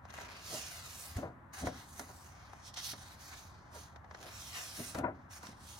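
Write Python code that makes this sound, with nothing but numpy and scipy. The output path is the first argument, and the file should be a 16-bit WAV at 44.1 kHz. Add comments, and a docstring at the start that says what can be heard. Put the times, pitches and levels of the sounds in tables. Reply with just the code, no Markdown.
"""A fan drones throughout in a small, quiet room: coloured noise. A sheet of a large paper book is lifted with
small ticks, then swishes over its neighbour: dense random clicks, with an echo between sheet and book.
It buckles and flops down on a cushion of air: runs of pops ring the sheet over thuds and low puffs.
Hands smooth the page and feel along the edge for the next corner: duller, skin-coloured clicks.
Then a second page is ticked, swished and flopped over, and the last rubs and ticks follow."""
import sys
import numpy as np
from scipy import signal
from scipy.fft import rfft, irfft
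from scipy.io import wavfile
from scipy.ndimage import uniform_filter1d

SR = 44100
rng = np.random.default_rng(int(sys.argv[2]) if len(sys.argv) > 2 else 0)


def put_to_file(sound):
    """Save the sound as 16-bit audio at rate SR, in the file named by the first command-line argument."""
    columns = np.atleast_2d(sound).T  # one column per channel
    safe = np.clip(columns, -1, 1)
    whole_steps = np.round(safe * 32767)
    wavfile.write(sys.argv[1], SR, whole_steps.astype(np.int16))


N = 255339
TIME = np.arange(N) / SR
HZ = np.maximum(np.fft.rfftfreq(N, 1 / SR), 1)


def from_db(db):
    """Decibels to gain."""
    return 10 ** (np.asarray(db) / 20)


def rms_one(x):
    """Scale to unit power."""
    return x / np.sqrt(np.mean(x ** 2) + 1e-20)


def over_hz(points):
    """Read a table of (frequency [Hz], value) at every frequency, on a logarithmic axis."""
    hz, value = np.transpose(points)
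    return np.interp(np.log(HZ), np.log(hz), value)


def band(x, edge_hz, kind, order=2):
    """Causal Butterworth filter."""
    return signal.sosfilt(signal.butter(order, edge_hz, kind, fs=SR, output="sos"), x + 1e-18)


def resonate(x, hz, width_hz):
    """One two-pole resonance with a gain of about 1 on top."""
    r = np.exp(-np.pi * width_hz / SR)
    feed = np.array([1, 0, -1]) * (1 - r * r) / 2
    feedback = [1, -2 * r * np.cos(2 * np.pi * hz / SR), r * r]
    return signal.lfilter(feed, feedback, x + 1e-18)


def drift(rate):
    """Slow random wander around 0: straight lines between `rate` random points per second."""
    knots = rng.standard_normal(4000)
    return np.interp(TIME * rate, np.arange(len(knots)), knots)


def delayed(x, lag_s):
    """Read one channel a little later; the lag may vary over time."""
    return np.interp(TIME - lag_s, TIME, x)


def evened(x, span_s):
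    """Steady the power of a noise over a short span."""
    power = uniform_filter1d(np.mean(x ** 2, axis=0), max(int(span_s * SR), 2))
    return x / np.sqrt(power.clip(0) + 1e-9)


# Stereo likeness of the sides: (frequency [Hz], left-right correlation [-1 to 1])
STEREO_LIKENESS = [(60, .99), (150, .93), (300, .72), (700, .35), (2000, .35), (4500, .45), (8000, .75),
                   (15000, .82)]
# Stereo balance: (frequency [Hz], left over right [dB])
STEREO_BALANCE = [(60, -1), (300, -4), (700, 4.5), (1300, 3.5), (2400, 1.5), (4200, 0), (6000, -8),
                  (9000, -0.5), (15000, 0.5)]
# Phase between the two microphone ports: (frequency [Hz], left ahead of right [rad])
PORT_PHASE = [(400, 0), (800, 0.8), (1500, -0.04), (3100, -5), (4200, -6.5), (6200, -7.5), (8300, -6.5),
              (16000, -6.7)]


def spread(pair, colour_db):
    """Mix two unrelated signals into one coloured stereo sound of unit power."""
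    mid, side = rfft(pair)
    alike = over_hz(STEREO_LIKENESS)
    signs = np.array([[1], [-1]])
    stereo = np.sqrt(1 + alike) * mid + np.sqrt(1 - alike) * side * signs
    stereo[0] *= np.exp(1j * over_hz(PORT_PHASE))
    gain_db = colour_db + signs * over_hz(STEREO_BALANCE) / 2
    return rms_one(irfft(stereo * from_db(gain_db), N))


# Narrow rings and hollows in the rustle: (frequency [Hz], width [Hz], boost or cut [dB])
RUSTLE_RINGS = [(2830, 1600, -1.5), (3440, 130, 0.5), (3825, 190, 2.5), (4240, 540, 3), (5170, 180, 2),
                (6030, 200, 2.5), (5940, 150, -3.5), (7220, 160, -2), (7540, 150, -1.5), (9300, 120, 5),
                (10100, 80, 0.5), (10080, 140, 5)]


def rustle_colour(points):
    """A broad colour with the narrow rings and hollows on top, in dB."""
    rings = sum(db / (1 + (2 * (HZ - hz) / width) ** 2) for hz, width, db in RUSTLE_RINGS)
    return over_hz(points) + rings


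def grains(per_s, size_db):
    """Fibres catch and slip: two streams of random clicks of uneven size, at unit power."""
    sizes = from_db(size_db * np.minimum(rng.exponential(1, (2, N)), 5))
    slips = rng.random((2, N)) < per_s / SR
    return rms_one(sizes * rng.choice([-1, 1], (2, N)) * slips)


def registers(texture, scrape_top_hz):
    """Split a rustle into hiss, top treble, scrape and hollow rumple, each of unit power."""
    edges_hz = [(2640, 7390), (7620, .45 * SR), (1010, scrape_top_hz), (418, 810)]
    return [rms_one(band(texture, edge, "band", order=4)) for edge in edges_hz]


def shifting(texture, depth, count=14):
    """As the contact travels over the paper, resonances come and go."""
    for_hz = np.geomspace(1400, 13000, count)
    return texture + sum(depth * drift(11) * resonate(texture, hz, hz / 9) for hz in for_hz)


STROKE_DEPTH_DB, STROKE_CURVE = 21.5, 1.23   # level lost over one attack or release; roundness of the fade
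TOP_FOLLOWS = 1.4   # the top treble swings this much more than the hiss


def friction(strokes, parts, trims_db):
    """Each stroke speeds up, holds and slows; the top treble sags more in dB than the other registers."""
    power = np.zeros((len(parts), N))
    for s, attack, hold, release, level, top, scrape in strokes:
        near = slice(max(int((s - 3 * attack) * SR), 0), int((s + hold + 3 * release) * SR))
        age = TIME[near] - s
        slowing = np.maximum(np.maximum(-age / attack, (age - hold) / release), 0)
        sag = STROKE_DEPTH_DB * slowing ** STROKE_CURVE
        hiss = level - sag
        treble = level + top - TOP_FOLLOWS * sag
        # scrape and rumple share one level
        power[:, near] += from_db([hiss, treble, hiss + scrape, hiss + scrape]) ** 2
    return sum(part * np.sqrt(p) * from_db(trim) for part, p, trim in zip(parts, power, trims_db))


def blows(times, levels_db, rise_s, fade_s):
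    """Envelope of blows that swell to a peak and die away exponentially; their powers add."""
    power = np.zeros(N)
    # a floor of 0.1 ms is added to every rise and fade
    events = np.broadcast_arrays(times, levels_db, np.abs(rise_s) + 1e-4, np.abs(fade_s) + 1e-4)
    for s, db, rise, fade in zip(*events):
        near = slice(max(int((s - 7 * rise) * SR), 0), int((s + 7 * fade) * SR))
        age = TIME[near] - s
        power[near] += (from_db(db) * np.exp(np.minimum(age / rise, -age / fade))) ** 2
    return np.sqrt(power)


# Resonances of the sheet lying on the book: (frequency [Hz], width [Hz], level [dB])
SHEET_MODES = [(318, 69, -5), (480, 112, -2.5), (615, 78, 2), (744, 96, -0.5), (957, 38, 4.5),
               (1185, 360, -10), (1390, 120, -2), (1865, 800, -17.5)]


def knocks(times, levels_db, damping=2.4):
    """One sharp contact each rings the sheet, which the finger damps at once by widening its modes."""
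    click = signal.unit_impulse(SR // 20)
    ring = sum(from_db(db) * resonate(click, hz, damping * wide) for hz, wide, db in SHEET_MODES)
    ring = band(ring, [400, 1800], "band", order=4)
    contacts = np.zeros(N)
    contacts[(times * SR).astype(int)] = from_db(levels_db)
    return signal.fftconvolve(contacts, ring / np.abs(ring).max())[:N]


# Colour of the fan: (frequency [Hz], relative density [dB per Hz])
FAN_COLOUR = [(15, -20), (25, -24.5), (76, 3.5), (166, -8.5), (293, -14.5), (363, -17), (463, -23),
              (531, -16.5), (818, -12), (1040, -11), (1940, -20.5), (2480, -33.5), (5000, -50.5),
              (14800, -53.5), (16000, -64)]


def fan(level_db=-55.5):
    """A low drone with a soft rush of air above it: steady coloured noise."""
    return from_db(level_db) * spread(rng.standard_normal((2, N)), over_hz(FAN_COLOUR))


ROOM_T60_S = 0.38   # time to decay by 60 dB


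def room(x, boom_hz=280, wall_hz=1000, treble_db=-11):
    """A diffuse tail: the boom is alike on both sides, and the furnishings soak up the treble."""
    age = TIME[:SR // 2]
    tail = rng.standard_normal((3, len(age))) * from_db(-60 * age / ROOM_T60_S) * (age > .006)
    tail /= np.sqrt(np.sum(tail ** 2, axis=1, keepdims=True))
    sides = tail[:2]
    boom = band(tail[2], boom_hz, "low")
    walls = 0.27 * band(sides, [boom_hz, wall_hz], "band", order=1)
    return signal.fftconvolve(x, boom + walls + from_db(treble_db) * sides, axes=1)[:, :N]


def nearby_echoes(x, count=5):
    """Hard things around the desk throw the treble back within a few milliseconds."""
    treble = band(x, 3100, "high")
    lags = (rng.uniform(.0015, .007, count) * SR).astype(int)
    return .1 * sum(np.pad(treble, ((0, 0), (lag, 0)))[:, :N] for lag in lags)


# Air squeezed from under a falling or pressed page:
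# (time of peak [s], peak level [dB], pitch [Hz], time from peak to 1/e [s])
AIR_PUFFS = [(1.122, -47, 81.4, 0.017), (1.17, -29, 81.5, 0.0081), (1.649, -39, 69.6, 0.028),
             (4.992, -45, 78.5, 0.039)]


def air_cushion():
    """Escaping air makes soft, low puffs that swell and sink: tones under a bell-shaped envelope."""
    puffs = np.zeros(N)
    for s, db, hz, length in AIR_PUFFS:
        age = TIME - s
        puffs += from_db(db) * np.cos(2 * np.pi * hz * age) * np.exp(-(age / length) ** 2)
    return puffs


# Colour of skin on paper, also heard in the ticks: (frequency [Hz], relative density [dB per Hz])
SKIN_COLOUR = [(240, -28), (400, -5.5), (496, -30), (536, -16), (588, -18), (765, 0), (1310, -7),
               (1420, -6.5), (2400, -5.5), (3420, -4.5), (5350, -6.5), (6050, -4.5), (7170, -16),
               (9920, -19), (16000, -27)]
# A hand smooths the page or feels along its edge; levels are before the register trims:
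# (time at full speed [s], attack [s], hold [s], release [s],
#  hiss level [dB], top treble re hiss [dB], scrape re hiss [dB])
HAND_RUBS = [(1.537, 0.012, .03, .06, -59, 4, 2), (1.59, 0.048, 0.017, 0.075, -55, 4, 3),
             (1.66, 0.029, 0.009, 0.071, -55.5, 1, 0), (1.78, 0.14, 0.015, 0.14, -60, 0.5, -3),
             (1.9, 0.15, .37, 0.15, -68.5, 5.5, -7), (1.985, 0.074, 0.019, 0.12, -64, 7.5, 2),
             (2.39, 0.3, 0.21, 0.081, -70, -6.5, 0.5), (2.67, 0.068, 0.011, 0.045, -53, -6.5, -16),
             (2.773, 0.025, 0.016, 0.06, -48.5, -9, -7), (2.86, 0.11, 0.06, 0.041, -46.5, -0.5, -15.5),
             (2.96, .05, 0.18, 0.053, -62, -0.5, -5), (3.22, 0.091, 0.16, 0.23, -60.5, 0, -6),
             (3.33, 0.057, 0.012, 0.032, -59, -4, 2), (3.56, 0.17, 0.17, .05, -74.5, -19, -2.5),
             (3.75, 0.053, 0.054, .15, -58.5, -1.5, -9.5), (5.15, 0.05, 0.11, .05, -83, -21, 0),
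             (5.315, 0.023, 0.053, 0.091, -61, 2.5, -2.5), (5.44, 0.046, 0.05, 0.086, -61.5, -4, -1.5),
             (5.69, 0.17, 0.11, .1, -60, 1, -12.5)]


def rubbing_hands(judder_db=1.22, scrape_top_hz=2400):
    """Skin drags unevenly over the paper: dense slips whose level judders."""
    texture = spread(grains(per_s=11000, size_db=2.0), rustle_colour(SKIN_COLOUR))
    texture = shifting(texture, depth=.42)
    parts = registers(texture * from_db(judder_db * drift(110)), scrape_top_hz)
    return friction(HAND_RUBS, parts, trims_db=[1.0, -0.5, 4.0, -3.0])   # hiss, top, scrape, rumple


# Crisp ticks of page edges and fingertips; levels are before the layer trims:
# (time [s], snap level [dB], top treble re snap [dB], knock level [dB])
EDGE_TICKS = [(0.053, -53, -18, -49), (0.104, -43.5, -20, -49), (0.14, -46, -5, -48.5),
              (0.186, -46, -10, -41.5), (0.217, -41, -10, -48), (1.169, -41.5, -1.5, -46),
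              (1.671, -48, -6, -34.5), (1.996, -37.5, -1, -41), (2.534, -54, -7, -46),
              (2.742, -37.5, -12, -59), (2.774, -32.5, -23, -49.5), (2.936, -43, -24, -45.5),
              (3.961, -48, -22, -49), (4.045, -59, -32, -50), (4.112, -49, -33, -46),
              (4.148, -44, -26, -42.5), (4.949, -37, -6, -39), (4.987, -40, -5.5, -47),
              (5.432, -49, -0.5, -55), (5.469, -41, -15, -52), (5.53, -58, -18, -54)]
TICK_RISE_S, TICK_FADE_S = 0.0021, 0.0053   # before the floor in blows()


def ticks(snap_db=-10.0, top_db=-6.5, crinkle_db=-0.5, knock_db=4.0):
    """An edge snaps free: a short knock in the sheet, a crinkle and a bright burst of slips."""
    s, level, bright, knock = np.transpose(EDGE_TICKS)
    slips = spread(grains(per_s=12000, size_db=0.5), rustle_colour(SKIN_COLOUR))
    hiss, top, scrape, rumple = registers(slips, scrape_top_hz=2160)
    crinkle = evened(rumple + scrape, span_s=0.0042)
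    layers = [(hiss, level + snap_db), (top, level + bright + top_db), (crinkle, knock + crinkle_db)]
    bursts = sum(part * blows(s, db, TICK_RISE_S, TICK_FADE_S) for part, db in layers)
    return bursts + knocks(s, knock + knock_db)


# The sheet buckles, lands or is patted down; levels are before the layer trims, times before the floor:
# (time of peak [s], peak level [dB], thud re peak [dB], slap re peak [dB],
#  swell [s], fade [s], left over right [dB])
SHEET_FLOPS = [(0.2, -55, -6.5, 0, .04, 0.13, -4), (0.545, -38.5, -12, -16.5, 0.024, 0.04, -2),
               (1.19, -36.5, -1, -15, 0.0096, 0.013, 9), (1.232, -34.5, -9, -15, 0.0073, .022, 4),
               (1.255, -38.5, -7.5, -11, 0.013, 0.03, 6), (1.639, -38.5, 0.5, -15, 0.013, 0.04, 5),
               (1.672, -27.5, -9, -19, .002, .014, 7), (2.001, -42, -6.5, -10, 0.0051, 0.022, -4),
               (2.101, -47.5, -11, -7, 0.01, 0.018, -1), (2.935, -45.5, -5.5, -6.5, 0.0014, 0.011, -5),
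               (3.762, -46.5, -34, -6.5, 0.024, 0.025, -2), (4.26, -47, -22, -17, 0.072, 0.031, -1),
               (4.798, -47, 8, -15, 0.0065, 0.024, 16), (4.952, -34, -5, -9.5, .001, 0.017, 9),
               (4.989, -33, -4, -13.5, 0.0076, 0.041, 7), (5.043, -30, -5.5, -1.5, 0.0045, 0.024, 8.5),
               (5.082, -32, -27, -21, 0.0059, 0.015, 5.5), (5.438, -46.5, -7.5, -1, 0.0047, 0.02, -1),
               (5.491, -48.5, 1, -17, 0.0016, 0.0096, 0)]
SETTLE_DB, SETTLE_S = -13.5, 0.1   # the book goes on shifting softly after each thud: re thud, fade


def flops(body_db=-5.5, thud_db=0.0, slap_db=-0.5, peak_knock_db=-11.0, right_lag_s=0.00018):
    """Each buckle is a quick run of soft pops that ring the sheet, a knock at its peak and a thud of the book."""
    s, level, thud, slap, swell, fade, pan = np.transpose(SHEET_FLOPS)
    pops = grains(per_s=2300, size_db=-0.5)
    # neighbouring modes ring in opposite polarity
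    modes = [(-1) ** k * from_db(db) * resonate(pops, hz, wide)
             for k, (hz, wide, db) in enumerate(SHEET_MODES)]
    half = len(modes) // 2
    # a soft landing rings the lower modes, a flat slap the upper ones too
    body = evened(band(sum(modes[:half]), [260, 1000], "band", order=3), span_s=0.0029)
    edge = evened(band(sum(modes[half:]), [850, 2500], "band", order=4), span_s=0.008)
    sheet = body * blows(s, level + body_db, swell, fade)
    sheet = sheet + edge * blows(s, level + slap + slap_db, swell, fade)
    # the sheet lands on the left, so the right side hears it later and less directly
    right = delayed(sheet[0] + .5 * sheet[1], right_lag_s) / np.hypot(1, .5)
    heard = np.array([sheet[0], right])
    heard *= from_db(np.interp(TIME, s, pan) * np.array([[.5], [-.5]]))
    push = rng.standard_normal((1, N))
    boom = 1.13 * resonate(band(push, 440, "low"), 243, 60)
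    book = evened(band(push, [75, 290], "band", order=3) + boom, span_s=0.0128)
    weight = level + thud + thud_db
    settling = blows(s, weight + SETTLE_DB, swell, SETTLE_S)
    thuds = np.hypot(blows(s, weight, swell, 0.82 * fade), settling)
    book_sides = book * thuds * from_db([[-.7], [.7]])   # leans slightly right
    return heard + knocks(s, level + peak_knock_db) + book_sides


# A page is turned: (time gripped [s], time pulled free [s], rising speed [m/s])
PAGE_TURNS = [(0.0, 0.417, 0.34), (4.09, 4.356, 0.25)]
REST_GAP_M = 0.1208   # bow of the gripped sheet over the book
FREEING_S = 0.12   # time from creeping to sliding


def sheet_motion():
    """Sliding freedom (0-1) and height over the book (m): gripped it creeps, freed it rises steadily."""
    free, gap_m = np.zeros(N), np.zeros(N)
    for gripped, pulled, speed in PAGE_TURNS:
        now = TIME >= gripped
        since_free = TIME[now] - pulled
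        free[now] = np.clip(1 + since_free / FREEING_S, 0, 1)
        gap_m[now] = REST_GAP_M + speed * np.maximum(since_free, 0)
    return free, gap_m


# Colour of sheet on sheet: (frequency [Hz], relative density [dB per Hz])
SWISH_COLOUR = [(180, -29), (300, 11.5), (425, -6), (565, -9), (713, -3), (842, -12), (1060, -6),
                (1170, -3.5), (3640, -7.5), (6000, -5.5), (7690, -13), (8940, -12), (15000, -19),
                (16000, -23)]
# The sheet creeps, peels off its neighbour, sweeps over and skids down; levels are before the trims:
# (time at full speed [s], attack [s], hold [s], release [s],
#  hiss level [dB], top treble re hiss [dB], scrape re hiss [dB])
SHEET_SWEEPS = [(0.15, 0.091, .17, 0.22, -60.5, -7.5, 4.5), (0.545, 0.23, 0.033, 0.31, -47, -4.5, -8.5),
                (0.72, 0.17, 0.37, 0.13, -56.5, -3.5, -6.5), (1.0, 0.16, 0.053, 0.18, -61.5, 9, -5),
                (1.17, 0.092, .01, 0.11, -59.5, -1.5, -0.5), (4.25, 0.16, 0.14, 0.16, -58.5, -5, -2),
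                (4.42, 0.19, 0.26, 0.21, -52, -5.5, -16), (4.56, 0.071, 0.034, .17, -48, -9.5, -3.5),
                (4.78, 0.19, 0.11, 0.12, -54, 1.5, -5.5), (4.96, 0.037, 0.03, .04, -61.5, -1.5, 4.5)]
CREEP_SLIPS_PER_S, SLIDE_SLIPS_PER_S = 1500, 13000


def turning_sheet(flutter_db=0.9, catch_db=2.0, scrape_top_hz=2800):
    """The swish bounces between the wobbling sheet and the book, so faint bands fall as the gap opens."""
    free, gap_m = sheet_motion()
    per_s = CREEP_SLIPS_PER_S + free * (SLIDE_SLIPS_PER_S - CREEP_SLIPS_PER_S)
    slips = grains(per_s, size_db=2.5) / np.sqrt(per_s)   # even power at any slip rate
    texture = spread(slips, rustle_colour(SWISH_COLOUR))
    lag_s = 2 * gap_m / 343   # there and back at the speed of sound, m/s
    dull = band(texture, 7500, "low", order=1)
    # the curved sheet throws a different, unsteady share to each side
    bounce = []
    for side in dull:
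        share = .38 + .22 * drift(9)
        bounce.append(share * delayed(side, lag_s * (1 + .025 * drift(12))))
    texture = shifting(texture + free ** 2 * np.array(bounce), depth=.34)
    # while it creeps, the sheet catches and lets go
    unsteady_db = flutter_db * drift(70) + catch_db * (1 - free) * drift(90)
    parts = registers(texture * from_db(unsteady_db), scrape_top_hz)
    return friction(SHEET_SWEEPS, parts, trims_db=[0.65, 1.36, 3.36, -4.5])   # hiss, top, scrape, rumple


def scene(room_db=-11):
    """Paper and hands close by, the room and the fan behind them."""
    paper = air_cushion() + rubbing_hands() + ticks() + flops() + turning_sheet()
    return fan() + from_db(room_db) * room(paper) + nearby_echoes(paper) + paper


CUTOFF_HZ = 15900


def record(dry):
    """Cut the top steeply with an elliptic low-pass run both ways, so it adds no phase shift."""
    steep = signal.ellip(10, .05, 60, CUTOFF_HZ, fs=SR, output="sos")
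    return signal.sosfiltfilt(steep, dry)


dry = scene()
out = record(dry)
put_to_file(out)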